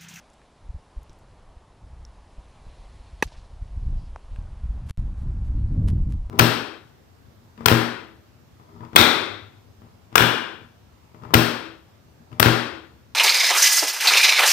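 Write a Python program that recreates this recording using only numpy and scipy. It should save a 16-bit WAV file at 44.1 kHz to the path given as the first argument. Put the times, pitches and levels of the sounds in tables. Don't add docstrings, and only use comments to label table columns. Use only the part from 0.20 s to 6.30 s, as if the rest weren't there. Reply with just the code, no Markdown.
import sys
import numpy as np
from scipy import signal
from scipy.fft import rfft, irfft
from scipy.io import wavfile
from scipy.ndimage import uniform_filter1d

SR = 44100
rng = np.random.default_rng(int(sys.argv[2]) if len(sys.argv) > 2 else 0)


def bounce(signal):
    frames = np.transpose(np.atleast_2d(signal))
    limited = np.clip(frames, -1, 1)
    pcm = np.round(limited * 32767).astype(np.int16)
    wavfile.write(sys.argv[1], SR, pcm)


N = 268965
T = np.arange(N) / SR

# (time [s], leaves level [dB], traffic level [dB])
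RUSTLE = [(0.0, -65.5, -58.5), (0.32, -69, -59), (0.78, -67.5, -58), (1.54, -70, -58.5), (2.63, -64, -57.5),
          (3.11, -64.5, -58), (3.24, -67, -57.5), (3.6, -68, -59), (4.14, -67, -57.5), (4.67, -69.5, -58),
          (5.25, -70, -59.5), (5.74, -70, -59.5), (5.89, -71.5, -61.5), (6.1, -70, -60)]
# (frequency [Hz], density [dB per Hz])
TRAFFIC_SPECTRUM = [(20, 4), (40, 4), (80, -15.5), (150, 3), (300, -2.5), (500, -1), (760, 0), (1050, -2),
                    (1400, -10.5), (2000, -18), (3000, -46), (5000, -57)]
LEAVES_SPECTRUM = [(900, -31.5), (1500, -1.5), (2400, 0), (3300, -2), (4200, -3.5), (5200, -7),
                   (6500, -13.5), (8000, -29.5), (11000, -53)]
HISS_SPECTRUM = [(3000, -27), (5000, 0), (7000, 1), (9500, -1), (11100, -2), (11600, -19), (12000, -71)]
SIDE_HISS_SPECTRUM = [(200, 2), (500, -7.5), (1200, -7.5), (2200, -3), (5000, -3), (11100, -5),
                      (11600, -42), (12000, -70)]
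SIDE_HISS_DB = -81.5
HISS_DB, HISS_FOLLOWS = -74.5, 0.8
# (start [s], end [s], from [Hz], to [Hz], width [Hz], level [dB])
WHISTLES = [(2.334, 3.2, 4000, 4400, 440, -74.5), (3.749, 3.906, 4800, 4800, 1500, -69.5),
            (4.166, 4.32, 1690, 1370, 50, -74), (3.95, 5.88, 1300, 1480, 660, -70)]

# (time [s], slow eddies [dB], small fast eddies [dB])
WIND = [(0.0, -67.5, -77), (0.38, -69, -67), (0.46, -45.5, -59), (0.62, -59.5, -62), (0.72, -61.5, -65),
        (0.95, -54.5, -60), (1.3, -52, -56.5), (1.56, -62.5, -64.5), (1.64, -41, -53), (1.9, -46, -59),
        (2.12, -55.5, -64), (2.5, -45.5, -57.5), (3.28, -49.5, -59), (3.55, -36.5, -47), (3.73, -23, -36),
        (3.85, -36, -47), (4.03, -46, -62), (4.2, -36, -46.5), (4.35, -36.5, -48.5), (4.55, -32, -45.5),
        (4.7, -33.5, -37), (4.82, -26, -34), (4.99, -32.5, -41), (5.05, -27.5, -31.5), (5.25, -26, -37),
        (5.38, -20, -29), (5.49, -24, -31), (5.56, -24, -22.5), (5.72, -22, -24), (5.84, -25, -30),
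        (5.92, -28.5, -26), (6.0, -26.5, -40.5), (6.1, -36, -48)]
# (centre [s], level [dB])
THUMPS = [(0.428, -46), (0.499, -30), (0.558, -29), (0.784, -31), (0.819, -40), (0.906, -41), (1.128, -48),
          (1.364, -43), (1.509, -50.5), (1.811, -39.5), (2.187, -35), (2.464, -38), (2.6, -45),
          (2.807, -42), (2.939, -39.5), (3.062, -33), (3.178, -36), (3.226, -39.5), (3.343, -35.5),
          (3.425, -30), (3.575, -27.5), (3.63, -22.5), (3.67, -22.5), (3.877, -28.5), (3.924, -34.5),
          (4.127, -29), (4.186, -24.5), (4.45, -24.5), (4.503, -25), (4.573, -21.5), (4.795, -21),
          (4.965, -30.5), (5.655, -17.5), (5.705, -16), (5.819, -19)]
THUMP_HALF_WIDTH_S, THUMP_FAST_DB = 0.01, -16
# (frequency [Hz], density [dB per Hz])
SLOW_SPECTRUM = [(10, -3.5), (25, 1), (60, 1), (90, -9.5), (130, -40), (200, -87)]
FAST_SPECTRUM = [(50, -11.5), (90, 2), (150, -7), (230, -17), (330, -26), (600, -50.5), (1000, -76),
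                 (2000, -77)]
ROAR_SPECTRUM = [(150, -16), (280, 6.5), (400, -4.5), (600, -9), (850, -20.5), (1300, -55)]

# (time [s], level [dB], sign)
SPIKES = [(4.693, -34, -1), (4.698, -21, 1), (4.708, -41, 1), (4.709, -19.5, 1), (4.7742, -24, 1),
          (5.679, -27.5, -1), (5.702, -26, 1), (5.924, -26.5, 1)]
# (start [s], end [s], level [dB])
CRACKLE = [(4.659, 4.701, -59), (4.684, 4.712, -54), (4.711, 4.7102, -46), (4.766, 4.807, -61.5),
           (4.964, 5.046, -66), (5.24, 5.29, -65), (5.664, 5.716, -55), (5.682, 5.689, -41.5),
           (5.888, 5.946, -61.5)]
# (frequency [Hz], gain [dB])
CRACKLE_TONE = [(300, -1), (1000, 2.5), (3000, -1), (6000, -7), (11500, -9.5), (12800, -16), (13500, -46)]
DROPOUT_START_S, DROPOUT_END_S, DROPOUT_DB = 4.7105, 4.7735, -28
RESIDUE_DB, RESIDUE_PER_S = -83, 300
EDGE_HZ = 14000
# (frequency [Hz], gain [dB])
SIDE_GAIN = [(20, -50), (150, -38), (700, -17), (2000, -15), (4000, -14), (8000, -14), (14500, -9)]

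# (time [s], level [dB], ring [Hz])
TICKS = [(0.101, -49.5, 6950), (.134, -50, 7500), (.14, -51, 7500), (0.217, -44, 1700), (.832, -49, 11900),
         (.903, -54, 5500), (.931, -50, 8100), (.989, -54, 12100), (.997, -56, 7500), (1.851, -35, 5570),
         (4.226, -56, 6000)]
# (time [s], modes (frequency [Hz], level [dB], t60 [s]))
TAPS = [(0.8958, [(340, -45.5, 0.037), (4000, -47, 0.0043), (5600, -46, 0.0071)]),
        (4.1612, [(1620, -43.5, .012), (2100, -55, .008), (2520, -42.5, 0.0072), (7900, -55, .011)])]
# (frequency [Hz], density [dB per Hz])
SNAP_SPECTRUM = [(2000, -20), (4000, -3), (7000, 4), (10500, -2), (11500, -6), (13000, -30)]
TICK_T60_S = 0.0072
SNAP_LOW, SNAP_HIGH, SNAP_SPLIT_HZ = 0.077, 0.44, 6500

# (delay after the blow [s], level [dB], time to swell to full [s], centre [Hz])
ECHOES = [(0.049, -57, 0.0037, 2100), (.048, -54, 0.008, 4230), (.096, -48.5, .0022, 720),
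          (0.088, -55.5, 0.012, 3970), (.112, -58, 0.014, 1900), (.14, -59.5, .016, 4150),
          (0.216, -61, .005, 4470), (.453, -61, 0.0027, 2600)]
# (frequency [Hz], gain [dB])
ECHO_TONE = [(100, 2.5), (5000, -2), (9000, -3.5), (11500, -12), (12500, -42)]
ECHO_SPREAD = 1
ECHO_TAIL_DB, ECHO_TAIL_FULL_S = -66.5, 0.11

BALL_S, BALL_DB = 3.9605, -25
BALL_START_HZ, BALL_END_HZ = 1700, 677

BLOW_S = 3.0236
# (frequency [Hz], level [dB], time to swell to full [s])
MALLET_MODES = [(170, -25, 0.0033), (260, -23, 0.0034), (398, -18.5, 0.0031), (507, -22, 0.0032),
                (692, -36.5, 0.00196), (874, -17, 0.0035), (1010, -24, 0.0033), (1165, -26.5, 0.0046),
                (1672, -20, 0.0036), (1886, -11.5, 0.002), (2250, -28.5, 0.0036), (2570, -16, 0.0031),
                (2980, -29, 0.0036)]
# (frequency [Hz], density [dB per Hz])
CRACK_SPECTRUM = [(2000, -25), (3000, -5), (4200, 6.5), (5400, -8), (6000, 4), (7200, -5), (7800, -18),
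                  (8500, -7.5), (10300, -5.5), (11300, -18), (12000, -4), (12700, -21), (13300, -11),
                  (14200, -30)]


def gain_of(db):
    return 10 ** (np.asarray(db) / 20)


def evened(x):
    return x / np.sqrt(np.mean(x ** 2) + 1e-20)


def read(points, hz):
    f, value = np.transpose(points)
    return np.interp(np.log(hz + 1), np.log(f + 1), value, left=-150, right=-150)


def columns(table):
    s, *values = np.transpose(table)
    return [np.interp(T, s, v) for v in values]


def add(mix, start_s, sound):
    part = mix[round(start_s * SR):][:len(sound)]
    part += sound[:len(part)]


def coloured(x, spectrum):
    hz = np.fft.rfftfreq(len(x), 1 / SR)
    return irfft(rfft(x) * gain_of(read(spectrum, hz)), len(x))


def patchy(spectrum, patchy_db):
    hz = np.fft.rfftfreq(512, 1 / SR)
    real, imag, patches = rng.standard_normal((N // 128 + 5, 257, 3)).T
    patches = uniform_filter1d(patches, size=8, axis=0)
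    patches = evened(uniform_filter1d(patches, size=24, axis=1))
    level_db = read(spectrum, hz)[:, None] + patchy_db * patches
    z = (real + 1j * imag) * gain_of(level_db)
    return evened(signal.istft(z, nperseg=512, noverlap=384)[1][:N])


def swell(count, full_s, steep):
    u = T[:count] / full_s
    return (u * np.exp(1 - u)) ** steep


def band(count, hz, width_hz):
    turn = np.exp(2j * np.pi * np.cumsum(hz * np.ones(count)) / SR)
    r = np.exp(-np.pi * width_hz / SR)
    poles = np.convolve([1, -r], [1, -r])
    slow = signal.lfilter([1], poles, rng.standard_normal(count) / turn)
    return evened((turn * slow).real)


def wide(mid, side):
    side = coloured(side, SIDE_GAIN)
    return np.array([mid + side, mid - side])


def surroundings():
    leaves_db, traffic_db = columns(RUSTLE)
    hiss_db = HISS_DB + HISS_FOLLOWS * (leaves_db - leaves_db.mean())
    mid = gain_of(traffic_db) * patchy(TRAFFIC_SPECTRUM, patchy_db=0.56)
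    mid += gain_of(leaves_db) * patchy(LEAVES_SPECTRUM, patchy_db=1.0)
    mid += gain_of(hiss_db) * patchy(HISS_SPECTRUM, patchy_db=0.2)
    for start, end, from_hz, to_hz, width_hz, db in WHISTLES:
        count = round((end - start) * SR)
        glide_hz = np.linspace(from_hz, to_hz, count)
        fade = signal.windows.tukey(count, 0.5)
        add(mid, start, gain_of(db) * band(count, glide_hz, width_hz) * fade)
    side = gain_of(SIDE_HISS_DB) * patchy(SIDE_HISS_SPECTRUM, patchy_db=1.5)
    return np.array([mid + side, mid - side])


def wind():
    slow_db, fast_db = columns(WIND)
    thumps = sum(gain_of(2 * db) * np.exp(-((T - s) / THUMP_HALF_WIDTH_S) ** 2) for s, db in THUMPS)
    slow_power = gain_of(2 * slow_db) + thumps
    fast_power = gain_of(2 * fast_db) + gain_of(2 * THUMP_FAST_DB) * thumps
    slow, fast, roar = (evened(coloured(rng.standard_normal(N), spectrum))
                        for spectrum in (SLOW_SPECTRUM, FAST_SPECTRUM, ROAR_SPECTRUM))
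    size = np.sqrt(slow_power + fast_power)
    eddies = (np.sqrt(slow_power) * slow + np.sqrt(fast_power) * fast) / size
    lumps = np.exp(0.29 * eddies)
    lumps = signal.sosfilt(signal.butter(2, 14, "high", fs=SR, output="sos"), lumps - lumps.mean())
    lumps = lumps / (abs(uniform_filter1d(lumps ** 2, size=4000)) + 1e-9) ** 0.22
    gust_db = uniform_filter1d(fast_db, size=5000)
    breeze = gain_of(-66) * slow[::-1]
    return breeze + size * evened(lumps) + gain_of(7.0 + 2.27 * gust_db) * roar


def crackle():
    out = np.zeros(N)
    grain = rng.standard_normal(N) * gain_of(3.1 * rng.exponential(1, N))
    for s, db, sign in SPIKES:
        add(out, s, gain_of(db) * np.sign(sign) * np.ones(1))
    for start, end, db in CRACKLE:
        part = grain[round(start * SR):round(end * SR)]
        add(out, start, gain_of(db) * evened(part) * signal.windows.tukey(len(part), 0.4))
    return gain_of(4.0) * coloured(out, CRACKLE_TONE)


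def ticks():
    out, t = np.zeros(N), T[:2000]
    for s, db, hz in TICKS:
        share = SNAP_HIGH if hz > SNAP_SPLIT_HZ else SNAP_LOW
        snap = evened(coloured(rng.standard_normal(2000), SNAP_SPECTRUM))
        ring = np.sin(2 * np.pi * hz * t)
        add(out, s, gain_of(db - 60 * t / TICK_T60_S) * ((1 - share) * ring + share * snap))
    for s, modes in TAPS:
        for hz, db, t60_s in modes:
            add(out, s, gain_of(db - 60 * t / t60_s) * np.sin(2 * np.pi * hz * t))
    return out


def echoes():
    out = np.zeros(N)
    for delay_s, db, full_s, hz in ECHOES:
        smear = band(4000, hz, ECHO_SPREAD * hz) * swell(4000, full_s, steep=1.33)
        add(out, BLOW_S + delay_s, gain_of(db) * smear)
    tail = band(SR, 3700, 4000) * swell(SR, ECHO_TAIL_FULL_S, steep=1.8)
    add(out, BLOW_S, gain_of(ECHO_TAIL_DB) * tail)
    grain = evened(uniform_filter1d(rng.standard_normal(N), size=200))
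    return coloured(out * gain_of(1.5 * grain), ECHO_TONE)


def balls():
    out, t = np.zeros(N), T[:600]
    pitch_hz = BALL_END_HZ + (BALL_START_HZ - BALL_END_HZ) * np.exp(-t / 0.0005)
    turns = np.cumsum(pitch_hz) / SR
    knock = -np.sin(2 * np.pi * turns) * swell(600, 0.00065, steep=2.0)
    partials = [(5400, 1), (2600, 0.66), (4000, 0.6), (7700, 0.34)]  # (frequency [Hz], amplitude)
    tick = sum(amp * np.sin(2 * np.pi * hz * t) for hz, amp in partials)
    tick = tick * swell(600, 0.00032, steep=1.4)
    add(out, BALL_S, gain_of(BALL_DB) * (knock + gain_of(-21) * tick))
    return out


def mallet():
    out, side_noise, t = np.zeros(N), np.zeros(N), T[:2000]
    for k, (hz, db, full_s) in enumerate(MALLET_MODES):
        sign = (-1) ** k
        mode = swell(2000, full_s, steep=2.74) * np.sin(2 * np.pi * hz * t)
        add(out, BLOW_S, sign * gain_of(db) * mode)
    crack = coloured(rng.standard_normal(2000) * swell(2000, 0.0027, steep=2.2), CRACK_SPECTRUM)
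    add(out, BLOW_S, gain_of(-18.0) * crack / abs(crack).max())
    add(out, BLOW_S, gain_of(-45) * band(2000, 3500, 8000) * swell(2000, 0.012, steep=2.2))
    add(side_noise, BLOW_S, gain_of(-36.0) * band(2000, 2600, 1440) * swell(2000, 0.0038, steep=2.44))
    add(side_noise, BLOW_S, gain_of(-43.5) * band(2000, 3500, 9000) * swell(2000, 0.011, steep=2.18))
    return np.array([out + side_noise, out - side_noise])


def scene():
    small = wide(ticks(), gain_of(-7) * ticks())
    return surroundings() + wind() + small + echoes() + balls() + mallet()


def record(dry):
    dry = 0.6 * np.tanh(dry / 0.6)
    out = dry + wide(crackle(), crackle())
    a, b = round(DROPOUT_START_S * SR), round(DROPOUT_END_S * SR)
    spiky = rng.random(b - a) < RESIDUE_PER_S / SR
    residue = rng.standard_normal(b - a) * (0.08 + spiky)
    residue = gain_of(RESIDUE_DB) * evened(coloured(residue, CRACKLE_TONE))
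    settle = out[:, a:a + 1] * np.exp(-T[:b - a] / 0.0034)
    rest = signal.sosfilt(signal.butter(2, 150, fs=SR, output="sos"), out[:, a:b])
    out[:, a:b] = settle + gain_of(DROPOUT_DB) * rest + residue
    out[:, b:] *= 1 - 0.75 * np.exp(-T[:N - b] / 0.0025)
    low_pass = signal.firwin(511, EDGE_HZ, window=("kaiser", 9), fs=SR)
    return signal.oaconvolve(out, low_pass[None], "same")


dry = scene()
out = record(dry)
bounce(out)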